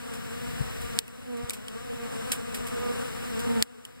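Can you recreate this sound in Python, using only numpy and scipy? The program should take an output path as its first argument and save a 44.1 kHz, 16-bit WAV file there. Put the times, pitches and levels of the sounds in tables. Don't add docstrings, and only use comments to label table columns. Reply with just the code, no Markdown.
import sys
import numpy as np
from scipy import signal
from scipy.fft import rfft, irfft, next_fast_len
from scipy.io import wavfile

SR = 44100
rng = np.random.default_rng(int(sys.argv[2]) if len(sys.argv) > 2 else 0)


def transcribe(u):
    v = np.clip(np.atleast_2d(u).T, -1, 1)
    q = np.round(v * 32767).astype(np.int16)
    wavfile.write(sys.argv[1], SR, q)


N = 176400
TIME = np.arange(N) / SR
WINGBEAT_HZ, FLUTTER_PER_S = 236.84, 25
RUSTLE_ATTACK_S = 0.0009

# f/Hz, gain/dB
MID_RESPONSE = [(100, -13), (480, -11), (720, -8.5), (1200, 1), (1600, 3.5), (2200, -3.5), (3200, -13),
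                (4000, -6.5), (4800, -3.5), (5700, -6.5), (6400, -28), (7000, -5.5), (7800, -1), (9500, -7),
                (12000, 3.5), (14000, -8), (15300, -3)]
SIDE_RESPONSE = [(100, 10.5), (480, 7), (720, 2.5), (1200, -0.5), (1550, -8.5), (2000, -4.5), (2800, 3),
                 (3400, -3), (4000, -2), (4700, -33), (5500, -1.5), (6800, -9.5), (8000, -4), (9500, -11),
                 (11000, 7), (12500, -18), (14200, 5), (15300, -29)]
# f/Hz, level/dB
GRAIN_SPECTRUM = [(200, -16), (600, -3), (1200, -9.5), (2500, 5), (5000, 0), (7500, 6), (11000, -3.5),
                  (15000, -4)]


def from_db(db):
    return 10 ** (np.asarray(db) / 20)


def unit_power(x):
    return x / np.sqrt(np.mean(x ** 2) + 1e-20)


def db_at(spectrum, hz):
    f, db = np.transpose(spectrum)
    return np.interp(np.log(np.maximum(hz, 1)), np.log(f), db)


def colour(x, spectrum, share=1):
    size = 2 * next_fast_len(N // 2 + SR // 10)
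    hz = np.arange(size // 2 + 1) * SR / size
    cepstrum = irfft(np.log(from_db(share * db_at(spectrum, hz))))
    cepstrum[1:size // 2] *= 2
    cepstrum[size // 2 + 1:] = 0
    return irfft(rfft(x, size) * np.exp(rfft(cepstrum)))[..., :N]


def drift(per_s):
    step, run_in = 20, 4000
    pole = np.exp(-2 * np.pi * step * per_s / SR)
    noise = rng.standard_normal(N // step + run_in + 2)
    slow = signal.lfilter([1], [1, -2 * pole, pole * pole], noise)[run_in:]
    return np.interp(np.arange(N) / step, np.arange(len(slow)), unit_power(slow))


def strike(start_s, attack_s, t60):
    age = np.maximum(TIME - start_s, 0)
    return (1 - np.exp(-age / attack_s)) * np.exp(-np.minimum(np.log(1000) * age / t60, 40))


def early_echoes(pair, count=10, longest_s=.006, echo_db=-13.5):
    out = pair.copy()
    for channel in (0, 1):
        for lag in rng.uniform(0, longest_s, count):
            out[channel] += rng.choice([-1, 1]) * from_db(echo_db) * np.roll(pair[channel], int(lag * SR))
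    return out


def microphones(pair):
    return np.array([colour(pair[0], MID_RESPONSE), colour(pair[1], SIDE_RESPONSE)])


def left_right(pair):
    return np.array([pair[0] + pair[1], pair[0] - pair[1]])


def swarm(bees=14, harmonics=40, spread_hz=7, wander_hz=11.5, flutter_hz=2.2, swell_db=7.5):
    # t/s, level/dB
    loudness = [(0, -39), (.5, -41.5), (.95, -41), (1.3, -38), (1.9, -38.5), (2.35, -37.5), (2.85, -39),
                (3.3, -39), (3.58, -37.5), (3.75, -37), (4, -42.5)]
    # f/Hz, level/dB
    buzz_spectrum = [(237, 0.5), (474, 1.95), (711, -1), (950, -5), (1190, -4), (1450, -7.5), (2000, -13.5),
                     (3000, -11), (5000, -16.5), (9000, -13.5)]
    out = np.zeros((2, N))
    strengths = from_db(db_at(buzz_spectrum, np.arange(1, harmonics + 1) * WINGBEAT_HZ))
    for offset in np.linspace(-1, 1, bees) * np.sqrt(3):
        hz = WINGBEAT_HZ + spread_hz * offset + wander_hz * drift(4) + flutter_hz * drift(FLUTTER_PER_S)
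        partials = strengths * np.exp(2j * np.pi * rng.random((2, harmonics)))
        stroke = irfft(np.pad(partials, ((0, 0), (1, 0))), 8192)
        place_in_stroke = (np.cumsum(hz) / SR % 1 * stroke.shape[1]).astype(int)
        swell = from_db(swell_db * np.minimum(drift(5.5), 1.5))
        out += stroke[:, place_in_stroke] * swell
    return unit_power(out) * from_db(np.interp(TIME, *np.transpose(loudness)))


def hiss(level_db=-41, rumble_edge_hz=70, sway_db=-0.5):
    # f/Hz, level/dB
    air_spectrum = [(25, -6.5), (60, 1.5), (140, 4), (330, -4.5), (600, -5), (1200, -9), (2000, -4),
                    (4000, -8), (8000, -13), (12000, -20), (15500, -16.5)]
    noise = unit_power(colour(rng.standard_normal((2, N)), air_spectrum))
    rumble = signal.sosfiltfilt(signal.butter(2, rumble_edge_hz, fs=SR, output="sos"), noise)
    sway = from_db(sway_db * drift(3.4))
    return from_db(level_db) * (noise + rumble * (sway - 1))


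def rustles(grain_db=2.5, grains_per_s=300):
    # t/s, level/dB, fade time t60/s
    bursts = [(0.135, -33.5, .12), (.8135, -40.5, 0.21), (1.369, -34.5, 0.078), (1.532, -23.5, 0.11),
              (2.3172, -17.5, 0.12), (2.5432, -27, 0.16), (2.6665, -31.5, 0.11), (3.392, -32, 0.09)]
    envelope = sum(from_db(db) * strike(s, RUSTLE_ATTACK_S, t60) for s, db, t60 in bursts)
    noise = colour(rng.standard_normal((2, N)), GRAIN_SPECTRUM)
    grains = noise * from_db(grain_db * drift(grains_per_s))
    return envelope * unit_power(early_echoes(grains))


def puffs(mid_db=-6, side_db=2):
    # middle t/s, level/dB, half length/s, upper edge f/Hz
    bumps = [(0.5, -48, 0.1, 140), (0.613, -25.5, 0.014, 187), (0.654, -45, 0.059, 104),
             (0.857, -42, 0.053, 88), (1.441, -26, 0.01, 160), (2.605, -38.5, 0.015, 55)]
    out = np.zeros(N)
    for s, db, half_s, edge_hz in bumps:
        band = signal.butter(4, [edge_hz / 3, edge_hz], "band", fs=SR, output="sos")
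        window = np.exp(-((TIME - s) / half_s) ** 2)
        thump = signal.sosfilt(band, rng.standard_normal(N)) * window
        out += from_db(db) * thump * np.sqrt(np.sum(window ** 2) / np.sum(thump ** 2))
    return out * from_db([[mid_db], [side_db]])


def ticks(attack_s=0.00022, knock_t60=0.016, tail_db=-20, tail_t60=.05, size=2048):
    # t/s, level/dB, brightness/(dB per octave), ring time factor, pitch factor,
    # knock level/dB relative to the tap, knock f/Hz
    taps = [(0.989, -0.18, 3.5, 1.1, 1.037, -17, 2380), (1.08, -19.5, 12, 1.5, 1.2, 1, 2650),
            (1.4964, -5, 11.5, 2, 1, -8, 3720), (1.5063, -7.5, 13, 1.6, 1.1, -3, 2375),
            (1.6828, -16, 6, 1.6, 1.06, 3, 3150), (3.625, 3, 1, 1, 1.033, -31, 2960),
            (3.8517, -9, 11, 1.3, 1.04, 2, 3070)]
    # f/Hz, mid level/dB, side level/dB, fade time t60/s
    casing_tones = [(1930, -5, -8, 0.0051), (3270, -51, 3, 0.0047), (4610, 10, -4, 0.002),
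                    (7290, -8, 0, 0.0041), (7890, 9.5, -16, 0.0015), (9460, -6.5, -2.5, 0.0039),
                    (10680, -9, -7, 0.003), (14800, -16, -32, 0.0014)]
    out = np.zeros((2, N + size))
    age = np.arange(size) / SR
    hz, mid_db, side_db, t60 = np.transpose(casing_tones)
    strengths = np.array([from_db(mid_db), (-1) ** np.arange(len(hz)) * from_db(side_db)])
    rise = 1 - np.exp(-age / attack_s)
    for s, db, brightness, stretch, tuning, knock_db, knock_hz in taps:
        fades = from_db(-60 * age / (stretch * t60[:, None]))
        tones = np.sin(2 * np.pi * tuning * hz[:, None] * age) * fades
        ring = (strengths * from_db(brightness * np.log2(hz))) @ tones * rise
        ring /= np.abs(ring).sum(0).max()
        knock = np.sin(2 * np.pi * knock_hz * age + [[0], [np.pi / 2]])
        knock *= rise * from_db(-60 * age / knock_t60) / 2
        knock[0] *= from_db(db_at(MID_RESPONSE, knock_hz) - db_at(SIDE_RESPONSE, knock_hz))
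        start = int(s * SR)
        out[:, start:start + size] += from_db(db) * (ring + from_db(knock_db) * knock)
    tails = sum(from_db(db + tail_db) * strike(s, attack_s, tail_t60) for s, db, *_ in taps)
    noise = unit_power(colour(rng.standard_normal((2, N)), GRAIN_SPECTRUM))
    return out[:, :N] + tails * microphones(noise)


def close_bees(harmonics=24):
    # t/s, wingbeat f/Hz, level/dB, brightness/(dB per octave)
    paths = [
        [(1.23, 243, -46, -4), (1.295, 244, -25, -4), (1.36, 236, -25, -1), (1.41, 236, -26.5, 1),
         (1.455, 238, -30, 2.5), (1.515, 245, -39, 7), (1.6, 244, -56, 2)],
        [(1.82, 244, -56, -1), (1.88, 240, -39, 0), (1.93, 235, -35.5, -2), (1.98, 231, -50, -2)],
        [(1.93, 234, -48, -5), (1.985, 230, -28.5, -3), (2.05, 242, -29.5, 1.5), (2.13, 236, -50, 2)],
        [(2.66, 240, -50, 1), (2.77, 244, -37, 1), (2.845, 246, -29.5, .5), (2.92, 239, -32, -1),
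         (3.0, 236, -50, -3)],
        [(3.4, 238, -48, 0), (3.48, 235, -32.5, 0), (3.57, 225, -30.5, 0), (3.62, 220, -36, 0),
         (3.7, 220, -58, 0)],
    ]
    # side level/dB relative to mid, pitch flutter/Hz, level flicker/dB
    flights = [(-8, 1.5, .8), (1, 3, 1), (-12, 2, 1), (-6, 1.2, .8), (-3, 3, 2.6)]
    low_harmonics = [(1, 4.5, -7.5, -15, -14.5, -26), (-5, 3, -4, -19, -18, -22),
                     (-1.5, 2, -8, -19, -14.5, -30), (-8, 6.5, -6, -10, -7, -20),
                     (2, 0, -11, -8.5, -26, -20.5)]
    # f/Hz, level/dB
    treble = [(1650, -26.5), (2000, -19), (4000, -25), (9000, -68)]
    out = np.zeros((2, N))
    k = np.arange(1, harmonics + 1)[:, None]
    for path, (side_db, flutter_hz, flicker_db), low_db in zip(paths, flights, low_harmonics):
        times, *columns = np.transpose(path)
        near = (TIME > times[0]) & (TIME < times[-1])
        hz, db, brightness = (np.interp(TIME[near], times, column) for column in columns)
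        phase = 2 * np.pi * np.cumsum(hz + flutter_hz * drift(FLUTTER_PER_S)[near]) / SR
        harmonics_db = np.append(low_db, db_at(treble, k[len(low_db):] * WINGBEAT_HZ))[:, None]
        strengths = from_db(harmonics_db + brightness * np.log2(np.minimum(k, 6)))
        loudness = from_db(db + flicker_db * drift(FLUTTER_PER_S)[near])
        strengths *= loudness / np.sqrt((strengths ** 2).sum(0) / 2)
        start_phases = 2 * np.pi * rng.random((harmonics, 1))
        buzz = (strengths * np.exp(1j * (k * phase + start_phases))).sum(0)
        out[:, near] += [buzz.real, from_db(side_db) * buzz.imag]
    return out


def ping(start_s=2.319, hz=4845, level_db=-27.5, t60=.045):
    return from_db(level_db) * strike(start_s, RUSTLE_ATTACK_S, t60) * np.sin(2 * np.pi * hz * TIME)


def scene():
    # f/Hz, difference/dB
    balance = [(100, 1), (1300, 2), (2000, 4.5), (3700, 0.5), (5200, 2), (7800, -3.5), (10500, -3),
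               (14000, 2.5)]
    left, right = left_right(microphones(swarm() + close_bees() + hiss() + rustles()))
    air = np.array([colour(left, balance, share=0.22), colour(right, balance, share=-0.78)])
    return air + ping() + left_right(ticks() + puffs())


def record(dry):
    # peak level/dB, gain cut/dB
    cut_for_peak = [(-14, 0.5), (-5, 9), (0, 11.5), (2.5, 18.5)]
    start_cut_db, attack_s, recovery_db_per_s, cutoff_hz = 5.5, 0.0046, 10.5, 15700
    peak_db = 20 * np.log10(np.abs(dry).max(0) + 1e-9)
    wanted_db = np.interp(peak_db, *np.transpose(cut_for_peak))
    wanted_db[0] = start_cut_db
    recovery_db = recovery_db_per_s * TIME
    held_db = np.maximum.accumulate(wanted_db + recovery_db) - recovery_db
    pole = np.exp(-1 / (attack_s * SR))
    cut_db = signal.lfilter([1 - pole], [1, -pole], held_db - start_cut_db) + start_cut_db
    low_pass = signal.ellip(10, .2, 70, cutoff_hz, fs=SR, output="sos")
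    return signal.sosfilt(low_pass, np.clip(dry * from_db(-cut_db), -1, 1))


dry = scene()
out = record(dry)
transcribe(out)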